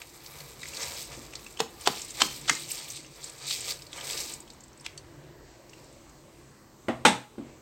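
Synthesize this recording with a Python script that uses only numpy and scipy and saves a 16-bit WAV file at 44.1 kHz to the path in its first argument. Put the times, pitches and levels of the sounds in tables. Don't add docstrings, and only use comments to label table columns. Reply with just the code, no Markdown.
import sys
import numpy as np
from scipy import signal
from scipy.fft import rfft, irfft
from scipy.io import wavfile
from scipy.ndimage import uniform_filter1d

SR = 44100
rng = np.random.default_rng(int(sys.argv[2]) if len(sys.argv) > 2 else 0)


def persist_wave(psi):
    counts = np.round(np.clip(psi, -1, 1) * 32767).astype(np.int16)
    wavfile.write(sys.argv[1], SR, np.atleast_2d(counts).T)


N = 335909
ROOM_T60_S, POT_T60_S = 0.32, 0.12


def undb(db):
    return 10 ** (np.asarray(db) / 20)


def level(x, db):
    return x * undb(db) / np.sqrt(np.mean(x ** 2))


def colour(x, table, size=2048):
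    hz, db = np.transpose(table)
    f = np.maximum(np.arange(size // 2 + 1) * SR / size, 1)
    gain_db = np.interp(np.log(f), np.log(np.maximum(hz, 1)), db)
    cep = irfft(np.log(undb(gain_db)))
    cep[1:size // 2] *= 2
    cep[size // 2 + 1:] = 0
    impulse = irfft(np.exp(rfft(cep)))
    return signal.fftconvolve(x, impulse)[:len(x)]


def peak(hz, width, skirt_db):
    low_side = [(hz / 8, skirt_db - 21.0), (hz / (1 + 2 * width), skirt_db)]
    high_side = [(hz * (1 + 2 * width), skirt_db), (hz * 8, skirt_db - 27.5)]
    return low_side + [(hz, 0)] + high_side


def walk(rate):
    k = int(SR / rate)
    steps = np.repeat(rng.standard_normal(N // k + 1), k)
    return 1.9 * uniform_filter1d(uniform_filter1d(steps, k), k)[:N]


def fade(t60, t):
    return np.exp(-np.log(1000) * t / t60)


def gate(t, start, end, swell, fall):
    before, after = (start - t) / max(swell, .01), (t - end) / max(fall, .01)
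    return undb(-20 * np.maximum(np.maximum(before, after), 0))


def add(out, s, x):
    i = int(s * SR)
    out[i:i + len(x)] += x[:N - i]


def burst(table, t60, peak_db, t, rise=0.001115, blow=0.):
    shake = rng.standard_normal(len(t)) * fade(t60, t) * np.clip(t / rise, 0, 1) ** 2
    shake[int(rise * SR)] += blow * np.sqrt(np.sum(shake ** 2))
    bass_cut = (table[0][0] / 4, table[0][1] - 36)
    x = colour(shake, [bass_cut] + list(table))
    opening = x[:int((rise + t60 / 8) * SR)]
    return x * undb(peak_db) / (3 * np.sqrt(np.mean(opening ** 2)))


def ring(modes, db, t):
    x = sum(undb(g) * np.sin(2 * np.pi * hz * t) * fade(t60, t) for hz, g, t60 in modes)
    return undb(db) * x * np.clip(t / 0.0019, 0, 1)


def room(x, wet_db, t60=ROOM_T60_S):
    t = np.arange(int(.45 * SR)) / SR
    tail = rng.standard_normal(len(t)) * fade(t60, t) * np.clip(t / 0.0015, 0, 1)
    tail = tail / np.sqrt(np.sum(tail ** 2))
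    return x + undb(wet_db) * signal.fftconvolve(x, tail)[:N]


def grains(rate, spread_db, clump_db, clump_rate):
    hit = rng.random(N) < rate / SR
    size = undb(spread_db * np.minimum(rng.exponential(size=N), 3)) * rng.uniform(-1, 1, N)
    return hit * size * undb(clump_db * walk(clump_rate))


def pings(lo_hz, hi_hz, rate, width, clump_db, clump_rate, count=9):
    out = 0
    for hz in np.geomspace(lo_hz, hi_hz, count):
        struck = colour(grains(rate, 1.6, clump_db, clump_rate), peak(hz, width, -9.5))
        out = out + level(struck, 0) * np.sqrt(hz / hi_hz)
    return out


# frequency in Hz, relative level in dB per Hz.
ROAR_TONE = [(15, -20), (25, -9), (54, -5.5), (105, -11.5), (140, -1.5), (170, -14), (218, -12.5),
             (280, -11.5), (341, -5.5), (390, -12), (600, -15), (750, -21), (950, -18.5), (1220, -23.5),
             (1500, -54), (2500, -57)]
# frequency in Hz, relative level in dB per Hz.
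AIR_TONE = [(900, -25), (1400, -1), (2300, 0), (3400, -5), (4200, -3), (5500, -5), (8000, -5), (9900, -20),
            (12500, -14), (16000, -14)]
# time in seconds, level in dB.
FLAME_SWELL = [(0.0, -59), (0.87, -53.5), (1.72, -55), (2.37, -54), (3.4, -59.5), (4.11, -53),
               (4.65, -57.5), (5.0, -54), (6.07, -55.5), (6.77, -59), (7.0, -52.5), (7.21, -65.5),
               (7.49, -53.5), (7.62, -58.5)]
ROAR_DB, AIR_DB = -55, -63
WHINE_HZ, WHINE_DB = 14700, -84
FIZZ_DB, FIZZ_START_S, FIZZ_END_S = -63.5, 5.73, 5.86


def kitchen():
    t, f = np.arange(N) / SR, np.arange(N // 2 + 1) * SR / N
    roar = level(colour(rng.standard_normal(N), ROAR_TONE, size=8192), ROAR_DB)
    air = level(colour(rng.standard_normal(N), AIR_TONE), AIR_DB)
    spec = rfft(roar + air)

    s, roar_db = np.transpose(FLAME_SWELL)
    swell_db = np.interp(t, s, roar_db - roar_db.mean())
    bed, flicker_db, drift_db = 0, 1.3, 0.7
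    for lo in 16 * 2 ** np.arange(0, 10, .5):
        band = irfft(spec * (f >= lo) * (f < lo * np.sqrt(2)), N)
        flame_db = swell_db * np.clip(1500.0 / lo, 0, 1)
        bed = bed + band * undb(flame_db + flicker_db * walk(9.) + drift_db * walk(1.445))

    fizz = room(pings(3760., 10300., 300., 0.3, 2.5, 14.), -1.9)
    fizz = level(colour(fizz, PATTER_TONE[:-2] + SPRAY_TONE[1:]), -1.5)
    fizz = fizz * undb(FIZZ_DB) * gate(t, FIZZ_START_S, FIZZ_END_S, 0.3, 0.58)
    bubbles = level(room(pings(550., 1300., 80., .12, 1.2, 6., count=7), -3.0), -66.5)
    whine = colour(rng.standard_normal(N), peak(WHINE_HZ, .002, -60.0), size=8192)
    whine = level(whine, WHINE_DB) * undb(4.0 * walk(2.5))
    return bed + fizz + bubbles + whine


# start in seconds, slap level in dB, thud level in dB before trim,
# thud t60 in seconds, softness in dB per octave above 300 Hz, tray ring in dB, counter ring in dB.
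TRAY_LANDINGS = [(1.1751, -68, -46, 0.055, 9, -70, -48), (6.8831, -34, -23, 0.19, -1, -59, -29),
                 (7.0502, -6, -17.5, 0.22, 5.5, -17, -28.5), (7.3809, -57, -45, 0.18, 5, -56, -36),
                 (7.409, -70, -48, 0.093, 3, -66, -40)]
# frequency in Hz, relative level in dB per Hz.
COUNTER_TONE = [(41, -46), (70, -15.5), (172, -16), (255, -12), (366, -9), (410, -13.5), (607, -4.5),
                (992, -13), (1150, -13), (1680, -25), (1940, -15), (2180, -24.5), (3500, -30), (4550, -63),
                (7700, -120)]
# frequency in Hz, relative level in dB per Hz.
SLAP_TONE = [(120, -37), (200, -1.5), (683, -22), (851, 5.5), (986, -7.5), (2050, -11), (2250, -11),
             (3690, -10), (4680, -18), (8120, -20), (13300, -40.5), (16000, -73)]
# frequency in Hz, relative level in dB, t60 in seconds.
COUNTER_RING = [(126.2, -12, 0.57), (235.7, 1, 0.33), (282, 1, 0.19), (332, 2.5, 0.18), (405, -9, 0.13)]
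# frequency in Hz, relative level in dB, t60 in seconds.
TRAY_RING = [(836, -5.5, 0.36), (866, -5, 0.2), (929, -9, 0.26), (940, -15, 0.059), (1434, 4, 0.05),
             (1634, -5, 0.12), (2060, -7, 0.18), (2710, -12.5, 0.13), (3150, -7, 0.1), (3730, -18, 0.038),
             (8200, -10.5, 0.18)]


def knocks():
    out, rings, t = np.zeros(N), np.zeros(N), np.arange(int(.5 * SR)) / SR
    for s, slap_db, thud_db, thud_t60, soft_db, tray_db, counter_db in TRAY_LANDINGS:
        body = [(hz, db - soft_db * max(np.log2(hz / 300.0), 0)) for hz, db in COUNTER_TONE]
        contact = burst(peak(870.0, 1.0, -3.0), 0.016, thud_db - soft_db, t, rise=0.00115, blow=0.41)
        thud = burst(body, thud_t60, thud_db + 3.5, t, rise=0.002916, blow=0.3)
        slap = burst(SLAP_TONE, 0.16, slap_db, t, rise=0.002)
        add(out, s, contact + thud + slap)
        add(rings, s, ring(COUNTER_RING, counter_db, t) + ring(TRAY_RING, tray_db, t))
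    return room(out, -7.5) + room(rings, -12.0)


# start in seconds, crack level in dB, low thump level in dB, thump Hz,
# thump t60 in seconds, mid clack level in dB, clack Hz, clack t60 in seconds, rim click level in dB, rim Hz,
# pot boom level in dB, length in seconds of the hiss before; thump, clack and boom levels are before trim.
TRAY_TAPS = [(1.602, -14.5, -25, 454, 0.039, -27.5, 770, 0.14, -27, 3020, -44, 0.017),
             (1.8726, -9.5, -22, 437, 0.041, -18.5, 840, 0.057, -14, 3450, -43, 0.021),
             (2.2169, -6.5, -39, 364, 0.18, -16.5, 990, 0.028, -10.5, 3090, -40.5, 0.022),
             (2.4947, -8.5, -62, 313, 0.025, -21, 1600, 0.064, -16, 2100, -42, 0.022),
             (4.862, -25.5, -70, 403, 0.025, -38, 3260, 0.031, -27, 2360, -70, 0.026)]
# frequency in Hz, relative level in dB per Hz.
CRACK_TONE = [(710, -2.5), (1200, -2), (2400, -4), (3150, 4.5), (5780, -2), (8080, -4.5), (9510, -17),
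              (10400, -20), (16000, -92)]


def taps():
    out, t = np.zeros(N), np.arange(int(.3 * SR)) / SR
    pot = [(90, -54), (130, -7.0), (200, -3.5), (340, -3.5), (600, -30.5)]  # (Hz, dB per Hz)
    for row in TRAY_TAPS:
        s, crack_db, low_db, low_hz, low_t60, mid_db, mid_hz, mid_t60, rim_db, rim_hz, boom_db, lead_s = row
        thump = burst(peak(low_hz, 0.23, -20.5), low_t60, low_db + 7.0, t, blow=1.0)
        clack = burst(peak(mid_hz, .22, -9.0), mid_t60, mid_db + 7.0, t, blow=1.5)
        boom = burst(pot, 0.16, boom_db + 10.0, t, rise=0.0107)
        rim = burst(peak(rim_hz, 0.053, -18.0), 0.018, rim_db, t, rise=0.002083, blow=0.96)
        crack = burst(CRACK_TONE, 0.02, crack_db, t, rise=0.002)
        add(out, s, thump + clack + rim + boom + crack)
        lead = t[:int((lead_s + .002) * SR)]
        add(out, s - lead_s, burst(CRACK_TONE, 0.79, crack_db - 13.5, lead, rise=0.53 * lead_s))
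    return room(out, -10.5)


# time in seconds, level in dB before trim, pitch in Hz.
LOUD_GRAINS = [(0.0178, -28, 2530), (0.092, -51, 6000), (0.204, -44, 4000), (0.2618, -30.5, 4700),
               (0.4035, -31, 4400), (0.617, -33, 3900), (0.6315, -25.5, 2200), (0.6558, -28.5, 2130),
               (0.6857, -33, 7570), (0.712, -46, 5000), (0.7346, -30, 2360), (0.7705, -27, 4100),
               (0.9182, -40, 5370), (0.9431, -37, 8300), (0.828, -26, 7300), (0.968, -35, 6000),
               (1.005, -44, 5000), (1.022, -33, 6500), (1.12, -42, 4850), (1.335, -30.5, 2380),
               (1.3538, -24.5, 4480), (1.4646, -30.5, 2680), (1.525, -47, 5600), (1.5716, -31, 3000),
               (1.8108, -28, 9300), (2.017, -23.5, 7100), (2.0474, -29, 7640), (2.1058, -26.5, 7400),
               (2.413, -32, 7500), (2.5506, -21, 7560), (2.6893, -28, 7950), (2.7166, -18, 8250),
               (2.9027, -24, 5950), (3.03, -42, 6500), (3.046, -37, 2600), (3.064, -41.5, 6040),
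               (3.242, -24.5, 7560), (3.298, -31, 7850), (3.469, -28, 7600), (3.5086, -17, 3740),
               (3.615, -29, 6800), (3.6432, -32, 4500), (3.7204, -24, 4900), (3.8212, -31.5, 4960),
               (3.867, -35.5, 4500), (3.93, -26, 3370), (3.968, -37, 7500), (3.9847, -30, 3130),
               (4.0097, -28.5, 3100), (4.0706, -33, 6500), (4.091, -29, 5000), (4.108, -22, 7800),
               (4.132, -24, 5000), (4.147, -31, 7700), (4.1748, -20.5, 4680), (4.205, -27, 7840),
               (4.232, -38, 8200), (4.321, -30, 8020), (4.2946, -32, 8140), (4.3375, -25, 7800),
               (4.4035, -32.5, 7700), (4.5025, -33.5, 4400), (4.535, -43, 7550), (4.606, -39, 7000),
               (4.681, -44, 7800), (4.731, -45, 6000), (4.775, -43, 8000), (4.798, -41, 5300),
               (4.6374, -37.5, 7700), (4.8094, -37.5, 8500), (4.9773, -31.5, 4460), (4.9768, -34, 7960),
               (5.695, -41, 5700), (5.733, -37, 2850), (5.78, -49, 3000), (5.843, -46, 8000),
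               (5.927, -46, 8300), (6.095, -45.5, 7000)]
# frequency in Hz, relative level in dB per Hz.
CLICK_TONE = [(1500, -28), (2500, -24), (5000, 1.5), (8300, 4), (10000, -33), (16000, -32)]
CLICK_T60_S, PING_T60_S = 0.041, 0.019
STRAY_PER_S, STRAY_DB, STRAY_END_S = 6.7, -45, 4.5


def ticks():
    out, t = np.zeros(N), np.arange(int(.1 * SR)) / SR
    rise = .0035
    chance = rng.random((int(STRAY_PER_S * STRAY_END_S), 3))
    stray = [(0.0083 + a * STRAY_END_S, STRAY_DB + 5.6 * b, 2100 * 4 ** c) for a, b, c in chance]
    for s, db, hz in list(LOUD_GRAINS) + stray:
        ping = burst(peak(hz, .12, -14.0), PING_T60_S, db - 4.0, t, rise=rise)
        click = burst(CLICK_TONE, CLICK_T60_S, db - 13.0, t, rise=rise)
        add(out, s - 0.69 * rise, ping + click)
    return colour(room(out, -8, POT_T60_S), [(8800, 0), (10000, -9), (16000, -12)])


# start of full flow in seconds, hold in seconds, patter level in dB,
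# splash level in dB, spray level in dB, swell in seconds, fade in seconds; swell and fade span 20 dB.
GRAIN_LOADS = [(0.0, 0, -51, -43, -53, 0.1, 0.053), (0.276, 0.0, -58, -60, -55, 0.12, 0.33),
               (0.41, 0.0, -47.5, -54, -52.5, 0.2, 0.16), (0.81, 0.032, -36, -45.5, -50.5, 0.27, 0.19),
               (0.93, 0.096, -39.5, -57, -50.5, 0.23, 0.08), (1.126, 0, -45.5, -52.5, -64, 0.09, 0.35),
               (1.802, 0.16, -55.5, -59.5, -57, 0.21, 0.1), (1.91, 0.067, -39.5, -58, -54, 0.18, 0.38),
               (2.191, 0.043, -34.5, -46, -47, 0.077, 0.17), (2.33, 0.051, -41.5, -58, -51, 0.063, 0.085),
               (2.529, 0, -34.5, -46.5, -50, 0.14, 0.14), (2.62, 0.0038, -38, -66, -50, 0.13, 0.051),
               (2.71, 0, -39, -62, -41, 0.039, 0.1), (2.74, 0.036, -39, -54.5, -58, 0.16, 0.46),
               (2.89, 0, -43.5, -65, -48, 0.059, 0.071), (2.965, 0.0072, -42, -65, -60, 0.05, 0.035),
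               (3.29, 0.0039, -43.5, -60, -64, 0.2, 0.031), (3.439, 0.026, -41.5, -54, -67, 0.19, 0.1),
               (3.512, 0.021, -29.5, -54, -43.5, 0.067, 0.11), (3.6, 0.062, -40, -54.5, -69, 0.18, 0.1),
               (3.68, 0.019, -32, -51.5, -45, 0.068, 0.092), (3.96, 0.017, -43.5, -50, -62, 0.063, 0.29),
               (4.09, 0.13, -33.5, -49.5, -45.5, 0.15, 0.13), (4.299, 0.019, -40, -53.5, -52, 0.08, 0.14),
               (4.501, 0.089, -69, -85, -77, 0.016, 0.14)]
# start in seconds, end in seconds.
THIN_TRICKLES = [(0.0, 1.6), (3.17, 3.85)]
TRICKLE_DB, TRICKLE_SPLASH_DB, TRICKLE_SPRAY_DB = -53.5, -62, -62


def flow(t):
    trickle = sum(gate(t, a, b, 0.088, 0.079) ** 2 for a, b in THIN_TRICKLES)
    power = undb([[TRICKLE_DB], [TRICKLE_SPLASH_DB], [TRICKLE_SPRAY_DB]]) ** 2 * trickle
    for s, held, patter_db, splash_db, spray_db, swell, fall in GRAIN_LOADS:
        load = undb([[patter_db], [splash_db], [spray_db]]) * gate(t, s, s + max(held, 0), swell, fall)
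        power = power + load ** 2
    return np.sqrt(power)


# frequency in Hz, relative level in dB per Hz.
PATTER_TONE = [(880, -41), (1500, -15), (2300, 5), (2940, -2), (3840, 3), (4830, 3), (6560, 0.5), (7840, 2),
               (8800, 0), (10500, -24), (16000, -38)]
# frequency in Hz, relative level in dB per Hz.
SPLASH_TONE = [(250, -23), (450, 1), (700, -1), (1000, -1), (1400, -6.5), (2000, -4.5), (2600, -6.5),
               (4000, -52)]
# frequency in Hz, relative level in dB per Hz.
SPRAY_TONE = [(7000, -47.5), (9300, -11.5), (12500, -3), (16000, -7)]


def pour():
    clicks = level(grains(2000., 2.0, 2.5, 90.), -3.5)
    tones = level(pings(2870.0, 8470.0, 250., 0.08, 2., 30., count=8), 0)
    hiss = level(rng.standard_normal(N), -4)
    clumps = undb(1.2 * walk(60.))
    wet = room((clicks + tones) * clumps, -8) + hiss
    patter = level(colour(wet, PATTER_TONE), -2.9)
    splash = level(colour(room(grains(900., 4.0, 1.66, 29.97), 6.7), SPLASH_TONE), 1.3)
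    spray = level(colour(wet, SPRAY_TONE), 0)
    patter_gain, splash_gain, spray_gain = flow(np.arange(N) / SR)
    return patter * patter_gain + splash * splash_gain + spray * spray_gain


# frequency in Hz, side minus mid in dB.
HIT_WIDTH = [(100, -31), (500, -50), (1000, -34), (3000, -36), (5000, -23), (16000, -13)]


def scene():
    hits = taps() + knocks() + ticks()
    mid = pour() + hits + kitchen()
    scatter = rng.standard_normal(200) * np.hanning(200)
    scatter = scatter / np.sqrt(np.sum(scatter ** 2))
    side = colour(signal.fftconvolve(hits, scatter)[:N], HIT_WIDTH)
    return np.array([mid + side, mid - side])


# frequency in Hz, gain in dB.
MIC_RESPONSE = [(7000, 1), (8500, 3.5), (9000, -3), (11000, 1), (13000, 1)]
LOW_HZ, TOP_HZ = 43.3, 15850


def record(dry):
    high_pass = signal.butter(2, LOW_HZ, "high", fs=SR, output="sos")
    thin = signal.sosfilt(high_pass, [colour(c, MIC_RESPONSE) for c in dry])
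    rounded = 1.5 * np.tanh(thin / 1.5)
    return signal.sosfilt(signal.ellip(10, .2, 80, TOP_HZ, fs=SR, output="sos"), rounded)


dry = scene()
out = record(dry)
persist_wave(out)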